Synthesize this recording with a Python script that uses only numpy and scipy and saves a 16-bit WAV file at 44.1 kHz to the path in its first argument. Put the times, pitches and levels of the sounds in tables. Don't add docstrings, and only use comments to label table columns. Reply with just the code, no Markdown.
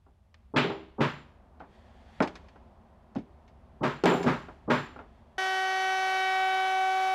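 import sys
import numpy as np
from scipy import signal
from scipy.fft import rfft, irfft
from scipy.io import wavfile

SR = 44100
rng = np.random.default_rng(int(sys.argv[2]) if len(sys.argv) > 2 else 0)


def store_pcm(level_fs):
    pcm = np.round(np.clip(level_fs, -1, 1) * 32767).astype(np.int16)
    wavfile.write(sys.argv[1], SR, np.atleast_2d(pcm).T)


N = 314874
TIME = np.arange(N) / SR
HIT_TIME = np.arange(SR) / SR
ROUTER_START_S = 5.381


# start_s, level_db, bite_db, thud_db, steel_db
HULL_IMPACTS = [(.560, -17, 12.5, -21.5, -50.5), (1.004, -18.5, 6, -23, -53), (3.831, -19, 2.5, -22.5, -54),
                (4.055, -18, 9, -45, -36), (4.262, -17.5, 1, -26.5, -56), (4.699, -15.5, 4, -20.5, -46.5)]
# pitch_hz, level_db, t60_s
HULL_MODES = [(144.3, -7, 0.34), (170, -15.5, 0.38), (237.2, -9, 0.29), (248.4, -2.5, 0.24),
              (287, -7, 0.18), (321, -13, 0.24), (364.4, -10.5, 0.28), (419.5, -12.5, 0.27),
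              (531, -12, 0.24), (610.4, -10, 0.26), (884, -13, 0.24), (1270, -19, 0.2), (1615, -17, 0.38)]
# freq_hz, density_db
STEEL_SPECTRUM = [(6500, -48), (7080, -18), (7208, 4), (7330, -16), (7900, -34), (9900, -35),
                  (10300, -27.5), (10800, -40), (13300, -44), (13970, -18.5), (14500, -47.5)]

def hammer_and_drop(lead_s=0.023, steel_t60_s=0.42):
    out = np.zeros(N)
    for start_s, level_db, bite_db, thud_db, steel_db in HULL_IMPACTS:
        thud = lowpass(lowpass(boom(bite_db=0), 1100, order=4), 653, order=1)
        add(out, start_s - lead_s, from_db(thud_db) * thud * swell(0.0091))
        lumps = from_db(1 + 0.37 * drift(137.4, size=SR))
        bang = lumps * boom(bite_db) * swell(0.0075)
        planking = ring(HULL_MODES) * swell(0.0036)
        add(out, start_s, from_db(level_db) * (bang + planking))
        steel = noise(STEEL_SPECTRUM, size=SR) * fade(steel_t60_s) * swell(0.0576)
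        add(out, start_s, from_db(steel_db) * steel)
    return out


# freq_hz, density_db
BOOM_SPECTRUM = [(41, -43), (70, -34.5), (140, -2), (197, -11.5), (230, 3), (462, -5.5), (605, -7),
                 (740, -11), (926, -6), (1360, -10), (6680, -43.5), (7310, -46), (9790, -57), (14000, -59),
                 (15000, -70)]
# freq_hz, t60_s
BOOM_DECAY = [(100, 0.47), (260, 0.12), (700, 0.25), (1800, 0.33), (4800, 0.4), (13000, 0.27)]

def boom(bite_db, bite_hz=3200, bite_octaves=0.84, tail_db=-27, tail_t60_s=0.89):
    spectrum = rfft(noise(BOOM_SPECTRUM, size=SR))
    hz = np.maximum(np.arange(len(spectrum)), 1)
    spectrum *= from_db(bite_db * np.exp(-(np.log2(hz / bite_hz) / bite_octaves) ** 2))
    tail = from_db(tail_db) * fade(tail_t60_s)
    out = np.zeros(SR)
    for centre_hz in 62.5 * 2 ** np.arange(9):
        band = np.maximum(1 - abs(np.log2(hz / centre_hz)), 0)
        out += irfft(spectrum * band, SR) * (fade(at_hz(BOOM_DECAY, centre_hz)) + tail)
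    return out


# time_s, upper_db, edge_db
CUT_CONTOURS = [(5.42, -38.5, -44), (5.624, -42, -46), (5.994, -41.5, -47.5), (6.398, -40, -50),
                (6.866, -43.5, -50.5), (7.1, -44, -52.5)]
# spindle_multiple, level_db
WHINE_HARMONICS = [(1, -13), (2, 0), (3, -12.5), (4, -7.5), (5, -10), (6, -10), (7, -19.5), (8, -15.5),
                   (9, -21.5), (10, -21.5), (11, -28), (12, -24), (13, -33.5), (14, -26), (15, -29.5),
                   (16, -27), (17, -34), (18, -35.5), (19, -47), (20, -45), (21, -44), (22, -43.5),
                   (23, -51), (24, -45), (25, -59), (26, -56), (27, -55), (28, -57), (29, -44.5), (30, -64),
                   (31, -52), (32, -70), (33, -57), (34, -65), (35, -53), (36, -59)]
# spindle_multiple, level_db
BEARING_TONES = [(4.097, -57), (6.097, -58), (10.097, -66), (11.19, -68), (12.194, -69), (12.29, -71),
                 (13.097, -70), (29.01, -79)]
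# freq_hz, density_db
RUSH_SPECTRUM = [(30, -14), (130, -12.5), (250, -17), (450, -8.5), (600, 8.5), (880, 9), (1060, 5),
                 (1300, 8.5), (2000, 3.5), (2700, -1), (3850, -1), (4800, -7), (6200, -7.5), (8000, -15.5),
                 (11000, -15), (15500, -27.5)]

def router(spindle_hz=378.6, wobble_rad=0.011, whine_db=-29, upper_hz=1400, edge_hz=4400, rush_db=-42.5):
    upper_db, edge_db = (db - np.median(db[TIME > ROUTER_START_S]) for db in curves(CUT_CONTOURS))
    angle = 2 * np.pi * spindle_hz * TIME + wobble_rad * (2 * drift(4.7) + drift(60))
    tones = np.zeros(N)
    for multiple, level_db in WHINE_HARMONICS:
        hz = multiple * spindle_hz
        treble_db = 0.85 * edge_db - 2.5 if hz > edge_hz else 0.64 * upper_db if hz > upper_hz else 0
        wander_db = 0.3 * np.sqrt(multiple) * drift(9)
        gain = from_db(whine_db + level_db + treble_db + wander_db) * interference(hz)
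        flutter = 1 + 0.05 * np.sqrt(multiple / 2) * drift(90)
        tones += gain * flutter * np.cos(multiple * angle + rng.normal(0, 1.8))
    for multiple, level_db in BEARING_TONES:
        tones += from_db(level_db) * (1 + 0.16 * drift(17)) * np.sin(multiple * angle)
    puffs = 1 + 0.2 * np.cos(angle)
    rush = from_db(rush_db + 0.13 * edge_db + 0.57 * drift(14)) * noise(RUSH_SPECTRUM)
    return np.sqrt(2) * tones + rush * puffs


# detour_m, change_m_per_s
ECHO_PATHS = [(1.155, .0036), (.952, -.058)]

def interference(hz, echo_gains=(1, 0.29), sound_m_per_s=343):
    feed_s = np.arange(0, N / SR - ROUTER_START_S, 0.01)
    echoes = 0
    for gain, (detour_m, change_m_per_s) in zip(echo_gains, ECHO_PATHS):
        delay_s = (detour_m + change_m_per_s * feed_s) / sound_m_per_s
        echoes += gain * np.exp(-2j * np.pi * hz * delay_s)
    return np.interp(TIME - ROUTER_START_S, feed_s, unit_rms(abs(1 + echoes)))


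# start_s, level_db, contact_hz, freedom (0 held, 1 free)
TIMBER_KNOCKS = [(.064, -56.5, 845, 0.55), (.643, -27.5, 560, .9), (.700, -31.5, 1000, 0.89),
                 (1.602, -40.5, 1610, 0.45), (2.204, -16, 1420, 0.26), (2.558, -50, 2000, 0),
                 (3.157, -21.5, 350, 0.02), (4.037, -22.5, 990, 1), (4.056, -18, 1400, 0.15),
                 (4.099, -24.5, 1300, 0.98), (4.116, -23.5, 1250, 0.75), (4.147, -26, 730, 0.2),
                 (4.207, -28.5, 560, 0.84), (4.241, -25, 600, .5), (4.485, -38, 1520, 0.12),
                 (4.961, -41, 1740, 0.23), (4.99, -39.5, 1660, .4)]
# freq_hz, density_db
CLATTER_SPECTRUM = [(20, -46), (60, -14), (120, -4), (250, 8), (450, -1), (750, 4), (1400, -3.5),
                    (3000, -13.5), (7000, -21), (15000, -19)]
# pitch_hz, level_db, t60_ratio
TIMBER_MODES = [(211, -6.5, 0.28), (269.4, -4, 0.44), (617, -23, 2), (697.5, -10.5, 0.6), (792, -7.5, 0.5),
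                (869, -7.5, 0.64), (1230, -22, 0.65), (1382, 2.5, 0.23)]
# pitch_hz, level_db, t60_s
PLANK_MODES = [(176, -2.5, 0.6), (322.4, -4.5, 0.47), (382, -1, 0.31), (398, 2, 0.42), (427, -7, 0.49),
               (448.4, 1, 0.18), (502, -12, 0.44), (777, -13, 0.2)]

def knocks(held_t60_s=0.12, free_t60_s=0.39, modes_db=-1, room_db=-34, crack_db=-7):
    out = np.zeros(N)
    for start_s, level_db, contact_hz, freedom in TIMBER_KNOCKS:
        t60_s = held_t60_s * (free_t60_s / held_t60_s) ** freedom
        clatter = noise(CLATTER_SPECTRUM, size=SR) * (fade(t60_s) + from_db(room_db) * fade(t60_s=1))
        modes = from_db(modes_db) * ring(TIMBER_MODES, t60_s)
        body = lowpass(clatter + modes, contact_hz) * swell(0.00088)
        bass_db = -4 + (level_db + 25) - 5 * np.log2(contact_hz / 900)
        body += (from_db(bass_db) - 1) * lowpass(body, 330, order=1)
        crack = lowpass(noise(SNAP_SPECTRUM, size=SR) * fade(t60_s=0.015), 1.37 * contact_hz)
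        plank = from_db(-32 + 31 * freedom) * ring(PLANK_MODES)
        add(out, start_s, from_db(level_db) * (body + from_db(crack_db) * crack + plank))
    return signal.sosfilt(signal.butter(2, 75, "high", fs=SR, output="sos"), out)


# start_s, level_db, contact_hz, t60_s
CLAMP_CLICKS = [(0.343, -49, 6000, 0.03), (1.598, -57.5, 4450, 0.033), (2.224, -30.5, 6200, 0.093),
                (2.275, -38, 6000, 0.068), (2.355, -42.5, 6850, 0.075), (2.485, -53, 5800, 0.064),
                (3.151, -53.5, 8500, 0.083), (3.162, -47, 3980, 0.11), (3.184, -58, 7950, 0.12),
                (3.479, -58.5, 5950, .09), (4.038, -28.5, 10100, 0.053), (4.0572, -16, 13000, 0.011),
                (4.229, -40, 10000, 0.19)]
# freq_hz, density_db
SNAP_SPECTRUM = [(200, -7.5), (1000, 7), (1900, 5.5), (3000, 2), (5200, -7.5), (7000, -9.5), (9000, -19),
                 (11500, -18.5), (15500, -25)]
# pitch_hz, level_db, t60_ratio
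BAR_MODES = [(1714, -11, 1.2), (2180, -9.5, 1.1), (3490, -15, 0.88), (3800, -16, 1), (4400, -14.5, 1.1),
             (4930, -14.5, 1), (5320, -12.5, 0.62), (6250, -14, 0.66)]

def clamps(snap_db=-2, bar_db=-1, room_db=-27):
    out = np.zeros(N)
    for start_s, level_db, contact_hz, t60_s in CLAMP_CLICKS:
        envelope = from_db(snap_db) * fade(t60_s) + from_db(room_db) * fade(t60_s=1)
        snap = noise(SNAP_SPECTRUM, size=SR) * envelope
        bar = from_db(bar_db) * ring(BAR_MODES, t60_s)
        add(out, start_s, from_db(level_db) * lowpass(snap + bar, contact_hz))
    return out


# time_s, level_db
SLIDE_LEVELS = [(1.55, -91), (1.75, -67.5), (1.92, -70), (2.2, -63), (2.45, -78), (2.8, -83), (4.8, -79),
                (5.17, -75), (5.38, -79)]
# freq_hz, density_db
SLIDE_SPECTRUM = [(800, -6), (1550, 3.5), (1880, 7), (2250, 0.5), (2900, -1), (3350, 2.5), (3950, -6),
                  (4550, -5), (5200, -11), (7000, -15), (11500, -27), (14000, -38)]

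def slide(grain_db=0.5):
    level_db, = curves(SLIDE_LEVELS)
    return from_db(level_db + grain_db * drift(40)) * noise(SLIDE_SPECTRUM)


# time_s, rumble_db, air_db
SHED_LEVELS = [(0, -62.5, -76.5), (.5, -59, -71), (1.4, -59.5, -62), (2.2, -56, -58), (2.4, -56, -58),
               (3.0, -59, -60.5), (3.7, -57, -60.5), (4.5, -53.5, -62), (5.38, -58, -61.5)]
# freq_hz, density_db
RUMBLE_SPECTRUM = [(12, -43), (20, -14.5), (70, 4.5), (86, -0.5), (124, -11.5), (146, -6.5), (178, -18.5),
                   (200, -14.5), (260, -29.5), (440, -120)]
AIR_SPECTRUM = [(110, -46.5), (180, -7), (229, 0), (309, -18), (339, -11.5), (387, -8.5), (409, -15.5),
                (664, -8.5), (1000, -13.5), (1400, -23), (3760, -41.5), (15500, -66)]

def shed():
    rumble_db, air_db = curves(SHED_LEVELS)
    return from_db(rumble_db) * noise(RUMBLE_SPECTRUM) + from_db(air_db) * noise(AIR_SPECTRUM)


# freq_hz, density_db
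HISS_SPECTRUM = [(200, 5.5), (3000, -4.5), (7000, -13), (11000, -14.5), (15500, -24)]

def microphone_hiss(level_db=-81):
    return from_db(level_db) * noise(HISS_SPECTRUM)


def from_db(db):
    return 10 ** (np.asarray(db) / 20)


def unit_rms(x):
    return x / np.sqrt(np.mean(x ** 2) + 1e-20)


def curves(rows):
    time_s, *columns = np.transpose(rows)
    return [np.interp(TIME, time_s, column) for column in columns]


def at_hz(points, hz):
    points_hz, values = np.transpose(points)
    return np.interp(np.log(np.maximum(hz, 1)), np.log(points_hz), values)


def noise(spectrum, size=N):
    hz = np.fft.rfftfreq(size, 1 / SR)
    phasors = np.exp(2j * np.pi * rng.random(len(hz)))
    return unit_rms(irfft(from_db(at_hz(spectrum, hz)) * phasors, size))


def drift(rate_hz, size=N):
    knots = rng.standard_normal(int(size / SR * rate_hz) + 4)
    position = np.arange(size) / SR * rate_hz + rng.random()
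    return np.interp(position, np.arange(len(knots)), knots) * np.sqrt(3 / 2)


def lowpass(x, cutoff_hz, order=2):
    return signal.sosfilt(signal.butter(order, cutoff_hz, fs=SR, output="sos"), x)


def fade(t60_s):
    return np.exp(-np.minimum(np.log(1000) * HIT_TIME / t60_s, 40))


def swell(rise_s):
    return 1 - np.exp(-HIT_TIME / rise_s)


def ring(modes, t60_scale=1):
    out = np.zeros(SR)
    for pitch_hz, level_db, t60 in modes:
        gain = from_db(level_db + rng.normal(0, 1)) * rng.choice([-1, 1])
        out += gain * np.sin(2 * np.pi * pitch_hz * HIT_TIME) * fade(t60 * t60_scale)
    return out


def add(track, start_s, sound):
    start = max(round(start_s * SR), 0)
    track[start:start + len(sound)] += sound[:N - start]


def scene(switch_s=0.0016):
    routing = np.clip((TIME - ROUTER_START_S) / switch_s + 0.5, 0, 1)
    hull_work = hammer_and_drop() + knocks() + clamps() + slide() + shed() + microphone_hiss()
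    return ((1 - routing) * hull_work + routing * router())[None]


def record(dry, knee=0.12, cutoff_hz=15900):
    rounded = 0.5 * knee * np.tanh(dry / knee) + 0.5 * dry
    return signal.sosfilt(signal.ellip(10, 0.1, 80, cutoff_hz, fs=SR, output="sos"), rounded)


dry = scene()
out = record(dry)
store_pcm(out)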